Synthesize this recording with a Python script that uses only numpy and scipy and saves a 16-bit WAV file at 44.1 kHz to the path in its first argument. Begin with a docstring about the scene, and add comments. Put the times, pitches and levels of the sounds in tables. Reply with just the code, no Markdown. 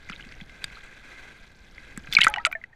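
"""Air pockets break off and ring as bubbles while a waterproof case sinks by a rocky shore.
Each bubble is a decaying sine with a sliding, wavering pitch; random swarms of them fill in around it.
Water knocks ring the case modes; snaps and splashes are filtered noise bursts.
Before the plunge, wash and splashes come coloured by the case, drops plip beside it, wavelets bump it.
Low noise is the push of moving water; the wash surges as the case goes under, then dies away."""
import sys
import numpy as np
from scipy import signal
from scipy.fft import rfft, irfft
from scipy.io import wavfile
from scipy.ndimage import uniform_filter1d

SR = 44100
rng = np.random.default_rng(int(sys.argv[2]) if len(sys.argv) > 2 else 0)


def store_pcm(level_fs):
    """Save levels as 16-bit WAV."""
    pcm = np.round(np.clip(level_fs, -1, 1) * 32767).astype(np.int16)
    wavfile.write(sys.argv[1], SR, np.atleast_2d(pcm).T)


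N = 121275
TIME_S, RING_S = np.arange(N) / SR, np.arange(8192) / SR
BURST_SAMPLES = 1024

# Air pockets ringing. Each row: start in seconds, initial pitch in Hz, peak in dB, rise in seconds,
# decay time in seconds, pitch glide as a share.
BUBBLE_EVENTS = [(2.1257, 3440, -20.5, 0.00046, 0.0042, 0.029), (2.1508, 4170, -8, 0.00025, 0.0016, 0.016),
                 (2.1667, 2555, -1.5, 0.0015, 0.0042, -0.18), (2.1860, 1390, -11.5, 0.00094, 0.0021, 0.087),
                 (2.1895, 2220, -19, 0.0017, 0.0028, 0.044), (2.2055, 2470, -14.5, 0.00078, 0.0045, 0.13),
                 (2.2105, 3830, -14, 0.00058, 0.0036, -0.026),
                 (2.2160, 3090, -1.5, 0.00073, 0.00064, -0.23), (2.2058, 1774, -19.5, 0.00064, 0.017, 0.1),
                 (2.2178, 2050, -13, 0.00076, 0.0085, 0.069), (2.2331, 2900, -6, 0.00057, 0.00091, .15),
                 (2.2457, 2370, -13, 0.0012, 0.0029, -0.0068), (2.2465, 1715, -20, 0.0011, 0.0049, 0.14),
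                 (2.2678, 1342, -5.5, 0.0054, 0.0016, 0.045), (2.2700, 1955, -15.5, 0.0026, 0.0046, 0.01),
                 (2.2735, 1538, -14.5, .001, .005, 0), (2.2862, 868, -28, 0.0012, 0.027, -.03),
                 (2.2855, 566, -39, .001, 0.026, 0), (2.3070, 1260, -35, 0.0015, 0.012, 0.02),
                 (2.3395, 3010, -15, 0.00059, 0.00085, -0.07), (2.3605, 2880, -28, 0.001, 0.0065, 0.008),
                 (2.3610, 1430, -35, 0.0017, 0.0054, 0.023), (2.3730, 845, -23.5, 0.0019, 0.0077, -0.017),
                 (2.376, 890, -34, .003, 0.02, 0.065), (2.3835, 1940, -20.5, 0.0001, 0.0056, -0.019),
                 (2.3960, 1235, -33.5, 0.0021, 0.012, 0.055), (2.4503, 2260, -6, .0003, 0.0007, -0.14),
                 (2.452, 1440, -19, 0.0028, 0.0068, -0.039), (2.4630, 1325, -15.5, 0.0012, 0.0045, 0.00088),
                 (2.4690, 650, -29, 0.0017, 0.0076, -0.018), (2.5258, 2314, -23, 0.0016, 0.0042, 0.032),
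                 (2.5262, 1493, -30.5, 0.0015, 0.0051, .02), (2.5517, 2120, -33, 0.00041, 0.0059, 0.017),
                 (2.5515, 1840, -23, 0.00081, 0.0074, -0.045), (2.5520, 646, -35.5, .001, 0.014, 0.022),
                 (2.6140, 2030, -39, 0.0021, 0.002, 0.035), (2.6390, 1970, -26.5, 0.00046, 0.0031, -0.011),
                 (2.7290, 1880, -45, 0.0028, 0.0044, -0.014)]
WOBBLE_HZ, WOBBLE_SHARE, WOBBLE_DB, WOBBLE_ONSET_S = 31.5, 0.019, 1, 0.015

# Swarm of small bubbles. Each row: time in seconds, gain in dB on a swarm of overall rms 1.
GURGLE_GAIN = [(2.1, -68), (2.13, -47), (2.23, -37.5), (2.3, -44), (2.34, -57), (2.39, -46), (2.44, -56.5),
               (2.53, -72), (2.7, -82.5)]
# Larger bubbles ringing on. Each row: time in seconds, gain in dB on a swarm of overall rms 1.
GULP_GAIN = [(2.27, -73), (2.29, -49), (2.38, -43), (2.44, -67), (2.48, -53), (2.65, -69)]
# Crackle of foam. 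Each row: time in seconds, gain in dB on a swarm of overall rms 1.
SPRAY_GAIN = [(2.1, -64.5), (2.135, -35), (2.17, -59.5), (2.245, -36.5), (2.31, -72), (2.5, -82.5)]
# Droplets. Each row: time in seconds, gain in dB on a swarm of overall rms 1.
PATTER_GAIN = [(0, -78), (.1, -44), (.33, -54.5), (.5, -71), (.88, -51.5), (1.05, -72), (1.6, -73),
               (2.1, -53.5), (2.3, -78)]

# Water knocking on the case. Each row: start in seconds, peak in dB, favoured pitch in Hz.
KNOCK_EVENTS = [(1.9752, -27, 1650), (2.1255, -17, 4070), (2.1345, -16, 3180), (2.1510, -8.5, 4230),
                (2.1850, -17, 3300), (2.1878, -10.5, 1690), (2.2162, -6, 2690), (2.2380, -11, 4600),
                (2.2462, -6.5, 2030), (2.2678, -3.5, 1550), (2.3396, -14.5, 2500), (2.3607, -19, 1630),
                (2.4504, -5, 3807), (2.4635, -12.5, 2100), (2.4675, -20.5, 2300), (2.5140, -28, 1700),
                (2.5262, -25, 1900), (2.6392, -31.5, 2060)]
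# Modes of the case in water. Each row: mean pitch in Hz, level in dB before the knock's weighting,
# decay time in seconds.
CASE_MODES = [(640, -13, 0.0096), (880, -3.5, 0.0056), (1350, 7.5, 0.0018), (1536, -3, 0.0069),
              (1982, 3, 0.0036), (2263, 7.5, 0.0022), (2547, -0.5, 0.0035), (3020, -11.5, 0.0065),
              (3530, -7, 0.0028), (4700, 1, .0018)]
KNOCK_OCTAVES, KNOCK_RISE_S = 0.44, 0.00026
CRACK_DB, CRACK_S, CRACK_TOP_HZ = -2, 0.0014, 7200  # level relative to the peak of the ring

# Tiny air films snapping on the case. Each row: start in seconds, peak in dB, favoured pitch in Hz.
SNAP_EVENTS = [(.642, -24.5, 7660), (1.975, -27.5, 8160), (2.1357, -27.5, 13800), (2.1425, -30, 6060),
               (2.2105, -19.5, 6700), (2.2438, -11.5, 8470), (2.282, -20.5, 6200), (2.2995, -30.5, 9800),
               (2.4578, -15, 7720), (2.4675, -25.5, 8200), (2.521, -35.5, 13500)]
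SNAP_S, SNAP_OCTAVES = 0.0014, 0.21

# Splashes against the case. Each row: start in seconds, peak in dB, favoured pitch in Hz.
SPLASH_EVENTS = [(.0975, -26, 2770), (.119, -40, 3320), (.209, -36, 2780), (.250, -40, 4250),
                 (.322, -35.5, 3250), (.4105, -33.5, 3570), (.4955, -33.5, 1960), (.6418, -22.5, 3060),
                 (2.0715, -31, 1780)]
SPLASH_OCTAVES, SPLASH_RISE_S, SPLASH_S = 0.81, 0.00012, 0.0025

# Drops that plip beside the case. Each row: start in seconds, pitch in Hz, peak in dB.
DROP_EVENTS = [(.064, 2070, -44), (0.101, 2550, -34.5), (0.098, 1370, -26.5), (0.136, 2220, -33),
               (0.208, 2890, -36), (.291, 2040, -40), (.403, 2080, -34), (0.413, 3380, -37),
               (0.62, 2490, -36), (0.6414, 3710, -21), (.642, 4790, -22.5), (.6424, 1616, -24.5),
               (.701, 2190, -37), (0.755, 4100, -39), (1.781, 2080, -30)]
DROP_RISE_S, DROP_S = 0.00026, 0.0021

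# Wavelets bumping the case. Each row: start in seconds, initial pitch in Hz, peak in dB.
BUMP_EVENTS = [(.1, 190, -33.5), (.265, 210, -40), (.417, 180, -34), (.641, 140, -42.5),
               (1.976, 205, -28.5), (2.088, 150, -39.5), (2.1868, 170, -29.5), (2.244, 140, -35),
               (2.2668, 330, -29.5)]
BUMP_RISE_S, BUMP_CYCLES = 0.002, 1.0

# Passage of airborne sound through the case. Each row: frequency in Hz, gain in dB before mode lifts.
CASE_PASSAGE = [(100, -29), (200, -5), (900, -10.5), (1200, -8.5), (1600, -2), (1850, -12.5), (2050, -3.5),
                (2800, -13), (4000, -18.5), (5000, -24.5), (6000, -19.5), (13300, -38.5), (16000, -45)]
# Case resonances in air. Each row: centre in Hz, full width at half the dB lift in Hz, lift in dB.
CASE_AIR_MODES = [(1626, 210, 8), (2040, 270, 6.5), (2487, 350, 7.5), (3340, 550, 5.5), (3970, 250, 8.5),
                  (4560, 220, 8.5)]
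# Waves on the rocks. Each row: time in seconds, gain in dB before trim and flutter.
WASH_GAIN = [(0, -50), (.2, -48), (.45, -52), (.68, -45), (1.0, -47.5), (1.13, -42.5), (1.27, -44.5),
             (1.5, -54.5), (1.7, -54), (1.85, -46.5), (2.03, -52), (2.2, -38), (2.42, -54.5), (2.75, -65.5)]
WASH_TRIM_DB = -4

# Pressure of moving water. Each row: time in seconds, gain in dB before SWAY_DB is added.
SWAY_GAIN = [(0, -55.5), (.1, -50), (.7, -53.5), (.85, -56.5), (1.75, -54.5), (1.99, -51), (2.06, -49),
             (2.3, -49), (2.75, -62)]
# Spectrum of that pressure. Each row: frequency in Hz, relative level in dB.
SWAY_SPECTRUM = [(10, 0), (25, -3), (50, -6), (100, -13.5), (200, -18), (350, -23.5), (800, -29.5),
                 (2000, -59)]
SWAY_DB = 3.5

FADE_HZ, EDGE_HZ = 14200, 16400


def amp(db):
    """Decibels to gain."""
    return 10 ** (np.asarray(db) / 20)


def unit(x):
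    """Scales to rms 1."""
    return x / np.sqrt(np.mean(x ** 2) + 1e-20)


def peaked(x, db):
    """Scales to a peak level in dB."""
    return amp(db) * x / (abs(x).max() + 1e-20)


def read(points, hz):
    """Reads a spectrum in dB on a log-frequency axis."""
    f, db = np.transpose(points)
    return np.interp(np.log(hz + 1), np.log(f), db)


def level(points):
    """Gain over time from (s, dB) points."""
    return amp(np.interp(TIME_S, *np.transpose(points)))


def add(mix, start_s, sound):
    """Mixes a sound in at a time."""
    part = mix[round(start_s * SR):][:len(sound)]
    part += sound[:len(part)]


def colour(x, db_at):
    """Causal minimum-phase filter with the gain db_at(Hz)."""
    hz = abs(np.fft.fftfreq(4096, 1 / SR))
    log_gain = np.log(amp(db_at(hz)) + 1e-5)
    taps = np.fft.ifft(np.exp(np.conj(signal.hilbert(log_gain)))).real
    return signal.fftconvolve(x, taps[:len(taps) // 2])[:len(x)]


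def swell(rise_s, decay_s):
    """Soft start and exponential decay."""
    return (1 - np.exp(-(RING_S / rise_s) ** 2)) * np.exp(-RING_S / decay_s)


def focus(hz, centre_hz, octaves):
    """Level in dB that falls away on both sides of a pitch."""
    offset = np.log2((hz + 1) / centre_hz) / octaves
    return -20 * np.log10(1 + offset ** 2)


def burst(rise_s, decay_s):
    """A few milliseconds of turbulence: noise under a swell."""
    return rng.standard_normal(BURST_SAMPLES) * swell(rise_s, decay_s)[:BURST_SAMPLES]


def bubble(hz, db, rise_s, decay_s, glide, settle_s=0.0048):
    """A pocket of air rings; its pitch slides as it moves, and it wavers as its shape wobbles."""
    onset = 1 - np.exp(-RING_S / WOBBLE_ONSET_S)
    wobble = onset * np.sin(2 * np.pi * (WOBBLE_HZ * RING_S + rng.random()))
    slide = glide * (1 - np.exp(-RING_S / settle_s))
    pitch_hz = hz * (1 + slide + WOBBLE_SHARE * wobble)
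    tone = np.sin(2 * np.pi * np.cumsum(pitch_hz) / SR)
    return peaked(tone * swell(rise_s, decay_s) * amp(WOBBLE_DB * wobble), db)


def swarm(curve, per_s, spread_db, low_hz, high_hz, cycles, tilt_db, glide, count=18):
    """Many bubbles at random moments, each decaying over some cycles; tilt_db is per octave."""
    out = np.zeros(N)
    for hz in np.geomspace(low_hz, high_hz, count):
        struck = rng.random(N) < per_s / count / SR
        hits = struck * amp(spread_db * np.minimum(rng.exponential(1, N), 2.5))
        ring = bubble(hz, tilt_db * np.log2(hz / low_hz), 1 / hz, cycles / hz, glide)
        out += signal.oaconvolve(hits, ring)[:N]
    return unit(out) * level(curve)


def knock(db, centre_hz):
    """A short crack of water rings the modes of the case."""
    ring = np.zeros(len(RING_S))
    for hz, mode_db, decay_s in CASE_MODES:
        mode_hz = hz * (1 + 0.022 * rng.standard_normal())
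        tone = np.sin(2 * np.pi * (mode_hz * RING_S + rng.random()))
        gain = amp(mode_db + focus(hz, centre_hz, KNOCK_OCTAVES))
        ring += gain * swell(KNOCK_RISE_S, decay_s) * tone

    def crack_db(hz):
        return focus(hz, centre_hz, octaves=0.53) - 10 * np.log10(1 + (hz / CRACK_TOP_HZ) ** 8)

    noise = rng.standard_normal(len(RING_S)) * swell(KNOCK_RISE_S, CRACK_S)
    crack = peaked(colour(noise, crack_db), CRACK_DB)
    return peaked(ring / abs(ring).max() + crack, db)


def snap(db, centre_hz, skirt_db=-17):
    """An air film snaps: a bright burst about a millisecond long, strongest around one pitch."""
    def shape_db(hz):
        skirt = skirt_db + focus(hz, centre_hz / 2, 1.0)
        return np.maximum(focus(hz, centre_hz, SNAP_OCTAVES), skirt)

    return peaked(colour(burst(KNOCK_RISE_S, SNAP_S), shape_db), db)


def case_in_air(hz):
    """Colour in dB that the closed case gives to sounds in the air."""
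    lift = sum(db / (1 + (2 * (hz - f) / width) ** 4) for f, width, db in CASE_AIR_MODES)
    return read(CASE_PASSAGE, hz) + lift


def splash(db, centre_hz, bright_db=3):
    """A spatter of water on the case wall: a noise burst coloured by the case."""
    def shape_db(hz):
        bright = bright_db * np.log2(1 + hz / 1000)
        return case_in_air(hz) + focus(hz, centre_hz, SPLASH_OCTAVES) + bright

    return peaked(colour(burst(SPLASH_RISE_S, SPLASH_S), shape_db), db)


def drop(hz, db):
    """A drop plips beside the case: a brief bubble tone without glide."""
    return bubble(hz, db, DROP_RISE_S, DROP_S, 0)


def bump(hz, db):
    """A wavelet bumps the case: a low tone that decays within about a cycle."""
    return bubble(hz, db, BUMP_RISE_S, BUMP_CYCLES / hz, -0.0051)


def wash(flutter_db=2.0):
    """Waves on the rocks: case-coloured noise, fluttering; it surges at the plunge, then dies away."""
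    flutter = unit(uniform_filter1d(rng.standard_normal(N), size=700))
    noise = unit(colour(rng.standard_normal(N), case_in_air))
    return noise * amp(WASH_TRIM_DB + flutter_db * flutter) * level(WASH_GAIN)


def sway():
    """Low rumble of water pushing on the case: noise shaped by its spectrum."""
    gain = amp(read(SWAY_SPECTRUM, np.fft.rfftfreq(N, 1 / SR)))
    rumble = irfft(rfft(rng.standard_normal(N)) * gain, N)
    return unit(rumble) * level(SWAY_GAIN) * amp(SWAY_DB)


def scene():
    """The surface, then the plunge."""
    mix = wash() + sway()
    mix += swarm(PATTER_GAIN, per_s=300, spread_db=9, low_hz=1330, high_hz=7700,
                 cycles=4, tilt_db=-4.0, glide=0.036)
    mix += swarm(GURGLE_GAIN, per_s=600, spread_db=3.0, low_hz=1391, high_hz=4850,
                 cycles=11, tilt_db=-6.0, glide=0.031)
    mix += swarm(GULP_GAIN, per_s=230, spread_db=0.0, low_hz=666, high_hz=1353,
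                 cycles=17, tilt_db=-8.5, glide=0.033)
    mix += swarm(SPRAY_GAIN, per_s=1500, spread_db=6.0, low_hz=3420, high_hz=13200,
                 cycles=2.6, tilt_db=-8.5, glide=0, count=10)
    sources = [(BUBBLE_EVENTS, bubble), (KNOCK_EVENTS, knock), (SNAP_EVENTS, snap),
               (SPLASH_EVENTS, splash), (DROP_EVENTS, drop), (BUMP_EVENTS, bump)]
    for events, source in sources:
        for start_s, *settings in events:
            add(mix, start_s, source(*settings))
    return mix[None]


def record(dry):
    """Loud peaks are rounded off, the top treble fades; then the band limit."""
    rounded = dry / (1 + dry ** 8) ** (1 / 8)
    dulled = signal.lfilter(*signal.butter(6, FADE_HZ, fs=SR), rounded)
    band_limit = signal.firwin(255, EDGE_HZ, window=("kaiser", 9), fs=SR)
    return signal.oaconvolve(dulled, band_limit[None], "same")


dry = scene()
out = record(dry)
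store_pcm(out)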